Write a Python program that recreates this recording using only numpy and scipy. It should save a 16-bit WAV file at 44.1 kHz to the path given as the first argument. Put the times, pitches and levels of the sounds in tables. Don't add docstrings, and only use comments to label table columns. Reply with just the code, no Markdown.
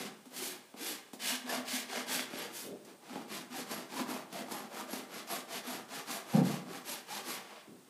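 import sys
import numpy as np
from scipy import signal
from scipy.fft import rfft, irfft, next_fast_len
from scipy.io import wavfile

SR = 44100
rng = np.random.default_rng(int(sys.argv[2]) if len(sys.argv) > 2 else 0)


def wav_record(signal):
    frames = np.transpose(np.atleast_2d(signal))
    bounded = np.clip(frames, -1, 1)
    quanta = np.round(bounded * 32767).astype(np.int16)
    wavfile.write(sys.argv[1], SR, quanta)


N = 348166

# frequency in Hz, relative level in dB per Hz.
SCRAPE_SPECTRUM = [(410, -6), (700, 4.5), (1390, -0.5), (1580, 10.5), (3170, 9), (4000, 12), (11400, 9),
                   (15300, 2.5)]
# frequency in Hz, bandwidth in Hz, relative level in dB.
HOOF_MODES = [(466, 110, 0.5), (635.5, 69, -1), (772, 54, -2), (936, 81, -4.5), (1143, 170, -4)]
# frequency in Hz, bandwidth in Hz, relative level in dB.
WALL_MODES = [(1650, 130, -2), (2130, 160, -1), (2450, 160, -2), (2900, 220, 0), (3390, 300, 0),
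              (4640, 300, -4)]
# frequency in Hz, bandwidth in Hz,
# relative level in dB.
LEG_MODES = [(187, 10, -43.5), (242, 49, 6.5), (346, 51, 3.5)]
# time in seconds, leg against hoof in dB, hoof wall against scrape in dB.
HOLD = [(0, 4.5, -11), (1, -6, -7), (1.5, -9.5, -12.5), (2.4, -0.5, -7), (3.2, 2, -10), (3.8, 1.5, -15.5),
        (4.4, -1, -9), (5.3, -4.5, -14), (6.2, -2, -14), (7.3, -5, -13.5), (7.6, -19, 0)]


def rasp():
    # frequency in Hz, bandwidth in Hz, relative level in dB.
    bar_modes = [(11310, 36, 0), (11800, 40, -11)]
    fine_bites = teeth(per_s=9000, spread_db=-2.0, clump_db=1.35)
    torn_chips = teeth(per_s=550, spread_db=3.5, clump_db=1.0)
    bites = fine_bites + from_db(-10) * torn_chips

    hold_s, _, hold_wall_db = np.transpose(HOLD)
    wall_gain = from_db(np.interp(np.arange(N) / SR, hold_s, hold_wall_db))
    wall = wall_gain * wandering(bites, WALL_MODES, spread_db=2.5, rate=22, glide=0.025)
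    scrape = coloured(bites, SCRAPE_SPECTRUM) + wall
    dull = signal.lfilter(*signal.butter(1, 6000, fs=SR), scrape)
    flutter = from_db(1.2 * drift(18))
    edge = (scrape - dull) * flutter

    judder = teeth(per_s=1200, spread_db=2.5, clump_db=0.0)
    leg = wandering(judder, LEG_MODES, spread_db=2.0, rate=8, glide=0.07)
    hoof = wandering(judder, HOOF_MODES, spread_db=3.0, rate=10, glide=0.05)

    waver = from_db(3 * drift(30))
    steel = rms_one(body(rng.standard_normal(N) * waver, bar_modes))
    parts = [rms_one(dull), rms_one(edge), leg, hoof, steel]
    return np.sum(stroke_gains() * parts, axis=0)


def stroke_gains():
    # full force in seconds, length in seconds, scrape level in dB,
    # edge against scrape in dB, shake of hoof and leg in dB, ring of the bar in dB.
    strokes = [(0.009, 0.29, -45, -8.5, -51, -58), (0.44, 0.43, -48, 7, -52.5, -62),
               (0.877, 0.37, -45, 4, -50.5, -52), (1.295, 0.32, -37.5, -1.5, -46.5, -68),
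               (1.538, 0.24, -40, -11, -39.5, -51), (1.74, 0.3, -38.5, -1.5, -49, -71),
               (1.971, 0.26, -40.5, -15, -46.5, -58), (2.139, 0.3, -38.5, 0.5, -46.5, -53),
               (2.408, 0.33, -46, -7.5, -49, -56), (2.586, 0.33, -58.5, 15, -55, -83),
               (2.894, 0.17, -62.5, -8, -60.5, -89), (3.154, 0.39, -56, -29, -53, -74),
               (3.353, 0.26, -45.5, -7.5, -49, -56), (3.589, 0.23, -45.5, -4.5, -49, -56),
               (3.728, 0.3, -47, -4, -48.5, -55), (3.995, 0.25, -45.5, -6, -47, -64),
               (4.113, 0.26, -49.5, 0, -45, -56.5), (4.389, 0.23, -49.5, -3, -47.5, -63.5),
               (4.536, 0.34, -53, 2, -47.5, -58.5), (4.798, 0.24, -51, -0.5, -46.5, -67),
               (4.935, 0.28, -48, -2, -46.5, -53), (5.177, 0.24, -48.5, -12, -49, -57),
               (5.328, 0.24, -42.5, -1.5, -44, -49), (5.562, .21, -43.5, -7, -47, -51),
               (5.698, 0.31, -46.5, -2.5, -45.5, -55), (5.981, 0.24, -46, -4.5, -47.5, -60),
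               (6.114, 0.26, -44.5, 0, -47, -56), (6.368, 0.26, -47.5, -4.5, -47, -56),
               (6.481, 0.28, -45.5, -3, -44, -54), (6.761, 0.27, -51, -6, -49.5, -64),
               (6.904, 0.27, -44.5, -0.5, -48.5, -51), (7.168, 0.26, -43.5, -6.5, -47.5, -54.5),
               (7.303, 0.27, -45, 0, -46.5, -54), (7.514, 0.45, -60, -34, -56, -90)]
    gains, t = np.zeros((5, N)), np.arange(N) / SR
    gaps = np.minimum(np.diff(np.transpose(strokes)[0]), 0.256)
    before, after = np.r_[gaps[0], gaps], np.r_[gaps, gaps[-1]]
    rise_shares = 0.48 + 0.15 * np.log2(before / after)
    bite_at, bite_over = 0.69, 0.074
    powers = np.c_[[2.74, 4.7, 2.0, 2.3, 5.9]]
    for (s, length, scrape_db, edge_db, shake_db, bar_db), share in zip(strokes, rise_shares):
        rise, fall = share * length, (1 - share) * length
        span = slice(max(0, int((s - rise) * SR)), int((s + fall) * SR))
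        from_peak = t[span] - s
        phase = np.where(from_peak < 0, from_peak / rise, from_peak / fall)
        swell = np.minimum(np.abs(np.cos(phase * np.pi / 2)), 1)
        caught = np.clip((phase + bite_at) / bite_over, 0, 1)
        leg_db = shake_db + np.interp(s, *np.transpose(HOLD)[:2])
        levels_db = [scrape_db, scrape_db + edge_db, leg_db, shake_db, bar_db]
        gains[:, span] += from_db(levels_db)[:, None] * swell ** powers * caught
    for row, lead_s in ((1, 0.0013), (4, 0.0069)):
        gains[row] = np.interp(t + lead_s, t, gains[row])
    return gains


def hums():
    # start in seconds, length in seconds, first frequency in Hz,
    # last frequency in Hz, level in dB before the unevenness.
    hum_table = [(0.386, 0.079, 363, 371, -45), (0.775, 0.074, 230, 346, -45), (0.843, 0.12, 335, 273, -53),
                 (1.478, 0.037, 1637, 1720, -38.5), (1.498, 0.069, 715, 610, -41),
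                 (1.728, .065, 708, 724, -52.5), (3.151, 0.043, 803, 772, -47),
                 (3.522, 0.07, 839, 650, -47.5), (3.962, 0.076, 987, 974, -43.5),
                 (4.087, 0.024, 260, 416, -44), (4.333, 0.056, 681, 638, -46.5),
                 (4.789, 0.038, 965, 1010, -44), (4.881, 0.027, 533, 640, -44),
                 (7.102, 0.086, 730, 1038, -46), (7.271, 0.034, 368, 274, -43)]
    out, wobble, uneven = np.zeros(N), drift(60), from_db(4 * drift(70))
    for s, length, first_hz, last_hz, level_db in hum_table:
        i, n = int(s * SR), int(length * SR)
        hz = np.linspace(first_hz, last_hz, n) * (1 + 0.046 * wobble[i:i + n])
        tone = np.sin(2 * np.pi * np.cumsum(hz) / SR)
        shape = np.hanning(n) ** 0.21 * uneven[i:i + n]
        out[i:i + n] += from_db(level_db) * shape * tone
    return out


def jolts():
    # time in seconds, peak level in dB.
    jolt_table = [(0.262, -47.5), (0.788, -48), (1.229, -43.5), (1.321, -38.5), (1.444, -40),
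                  (1.575, -34.5), (1.733, -33.5), (1.973, -41.5), (3.099, -44), (3.173, -43),
                  (3.514, -40.5), (4.005, -33.5), (4.139, -41.5), (4.404, -43.5), (4.824, -44.5),
                  (5.675, -39), (6.091, -38.5), (7.276, -43.5)]
    s, peak_db = np.transpose(jolt_table)
    t = np.arange(int(0.034 * SR)) / SR
    shake = np.hanning(len(t)) * np.sin(2 * np.pi * LEG_MODES[1][0] * t)
    return strike(s - 0.013, peak_db, shake, LEG_MODES)


def knocks():
    # time in seconds, peak level in dB,
    # snap level in dB, scuff level in dB.
    knock_table = [(0.256, -44, -62, -59), (0.740, -37, -72, -77), (1.1321, -34, -68, -48),
                   (1.493, -37, -41, -42), (2.1945, -36, -14, -44), (2.334, -30.5, -34, -60),
                   (2.848, -52, -55, -57), (3.13, -34, -42, -61), (3.156, -27.5, -46, -59),
                   (3.712, -31, -47, -42), (4.327, -36.5, -54, -47), (4.517, -31.5, -46, -41),
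                   (4.931, -28.5, -50, -43), (5.746, -32.5, -67, -65)]
    s, peak_db, snap_db, scuff_db = np.transpose(knock_table)
    t = np.arange(int(0.052 * SR)) / SR
    rattle = (t == 0) + 0.03 * rng.standard_normal(len(t)) * np.exp(-t / 0.03)
    faint_wall = [(hz, width, level_db - 14) for hz, width, level_db in WALL_MODES]
    thumps = strike(s, peak_db, rattle, LEG_MODES + HOOF_MODES + faint_wall)
    snaps = ring(clicks_at(s, from_db(snap_db)), hz=2500, t60=0.0018)
    scuff_decay = from_db(-60 / (0.14 * SR))
    scuff_gain = signal.lfilter([1], [1, -scuff_decay], clicks_at(s, from_db(scuff_db)))
    return thumps + snaps + scuff_gain * coloured(rng.standard_normal(N), SCRAPE_SPECTRUM)


def stamp():
    # frequency in Hz, bandwidth in Hz, relative level in dB.
    board_modes = [(95, 30, -19), (125, 30, -15), (163, 27, 0), (196, 30, -3), (240, 30, -2),
                   (310, 50, -13), (375, 45, -11), (488, 60, -11), (555, 60, -13), (660, 80, -16),
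                   (780, 60, -15)]
    stamp_s, attack_s, hold_s, stamp_db = 6.327, 0.012, 0.085, -25.5
    t = np.arange(N) / SR - stamp_s
    touch = np.clip(t / attack_s, 0, 1)
    easing_s = np.clip(t - hold_s, 0, 1)
    contacts = teeth(per_s=2500, spread_db=1.0, clump_db=0.5)
    blow = clicks_at([stamp_s + 0.0119], from_db(-3))
    contacts = contacts + np.convolve(blow, np.hanning(int(0.0033 * SR)))[:N]
    thud = (205, 180, -9)
    clap = (800, 700, -19)
    floor = board_modes + [thud, clap]
    out = np.zeros(N)
    for k, mode in enumerate(floor):
        fade_db_per_s = 255 + 170 * mode[0] / 700
        load = touch * from_db(stamp_db - fade_db_per_s * easing_s)
        out += (-1) ** k * body(contacts * load, [mode])
    return out / np.std(body(contacts, floor))


def rubs():
    # start in seconds, length in seconds,
    # rms level in dB before fade and filter, pitch in Hz.
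    rub_table = [(2.642, 0.12, -45, 420), (2.857, 0.11, -55, 400), (6.677, 0.054, -49.5, 307),
                 (7.668, 0.096, -51.5, 295), (7.772, .04, -59.5, 226), (7.864, .04, -62, 290)]
    out, t = np.zeros(N), np.arange(N) / SR
    bumps = teeth(per_s=800, spread_db=1.5, clump_db=1.5)
    for s, length, level_db, hz in rub_table:
        width = 0.63 * hz
        rung = rms_one(body(bumps, [(hz, width, 0), (1.68 * hz, width, -15)]))
        attack = np.clip((t - s) / 0.0092, 0, 1)
        fade = np.clip(1 - (t - s) / length, 0, 1) ** 0.17
        out += from_db(level_db) * attack * fade * rung
    return signal.sosfilt(signal.butter(2, [150, 1100], "band", fs=SR, output="sos"), out)


def stall(x):
    bass_t60_s, treble_t60_s = 0.65, 0.27
    t = np.arange(SR) / SR
    noise = rng.standard_normal(SR)
    bass = signal.lfilter(*signal.butter(1, 2500, fs=SR), noise)
    treble = noise - bass
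    tail = bass * from_db(-60 * t / bass_t60_s) + treble * from_db(-60 * t / treble_t60_s)
    tail = tail * np.clip(t / 0.006 - 0.5, 0, 1)
    return signal.fftconvolve(x, tail / np.sqrt(np.sum(tail ** 2)))[:N]


def air():
    # frequency in Hz, relative level in dB per Hz.
    air_spectrum = [(35, -45), (60, -5), (247, 10), (843, 8.5), (1940, 1), (3020, 0.5), (7290, -2.5),
                    (8370, 2), (11900, -6.5), (15300, -5)]
    return from_db(-62) * coloured(rng.standard_normal(N), air_spectrum)


def teeth(per_s, spread_db, clump_db):
    sizes = from_db(spread_db * np.minimum(rng.exponential(1, N), 4))
    signs = rng.choice([-1, 1], N)
    happens = rng.random(N) < per_s / SR
    clumps = from_db(clump_db * drift(38))
    return rms_one(sizes * signs * happens * clumps)


def wandering(x, modes, spread_db, rate, glide):
    out, push = 0, np.diff(x, prepend=0)
    for hz, width, level_db in modes:
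        gliding_hz = hz * (1 + glide * drift(rate))
        turn = np.exp(2j * np.pi * np.cumsum(gliding_hz) / SR)
        r = np.exp(-np.pi * width / SR)
        drive = push * from_db(spread_db * drift(rate))
        rung = signal.lfilter([1], [1, -r], drive / turn) * turn
        out = out + from_db(level_db) * rms_one(rung.imag)
    return rms_one(out)


def strike(times, peaks_db, touch, modes):
    answer = body(np.pad(touch, (0, SR // 5)), modes)
    return signal.fftconvolve(clicks_at(times, from_db(peaks_db)), answer / np.abs(answer).max())[:N]


def body(x, modes):
    out = 0
    for k, (hz, width, level_db) in enumerate(modes):
        t60 = np.log(1000) / (np.pi * width)
        unit = np.sqrt(4 * np.pi * width / SR)
        out = out + (-1) ** k * from_db(level_db) * unit * ring(x, hz, t60)
    return out


def ring(clicks, hz, t60):
    r, w = from_db(-60 / (t60 * SR)), 2 * np.pi * hz / SR
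    return signal.lfilter([0, np.sin(w)], [1, -2 * r * np.cos(w), r * r], clicks + 1e-18)


def clicks_at(times, gains):
    out = np.zeros(N)
    out[(np.asarray(times) * SR).astype(int)] = gains
    return out


def coloured(x, spectrum):
    size = next_fast_len(N)
    hz, level_db = np.transpose(spectrum)
    log_hz = np.log(np.arange(size // 2 + 1) * SR / size + 1)
    gain = from_db(np.interp(log_hz, np.log(hz), level_db))
    return rms_one(irfft(rfft(x, size) * gain, size)[:N])


def drift(rate):
    r = np.exp(-2 * np.pi * rate / SR)
    noise = rng.standard_normal(N + SR)
    return rms_one(signal.lfilter([1], [1, -2 * r, r * r], noise)[SR:])


def rms_one(x):
    return x / np.sqrt(np.mean(x ** 2) + 1e-20)


def from_db(db):
    return 10 ** (np.asarray(db) / 20)


def scene():
    handwork = rasp() + hums() + jolts() + knocks()
    handwork = signal.sosfilt(signal.butter(4, 135, "high", fs=SR, output="sos"), handwork)
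    direct = handwork + rubs() + stamp()
    return np.tile(direct + from_db(-7.5) * stall(direct) + air(), (2, 1))


def record(dry):
    thin = signal.sosfilt(signal.butter(4, 105, "high", fs=SR, output="sos"), dry)
    return signal.sosfilt(signal.ellip(12, 0.5, 75, 15380, fs=SR, output="sos"), thin)


dry = scene()
out = record(dry)
wav_record(out)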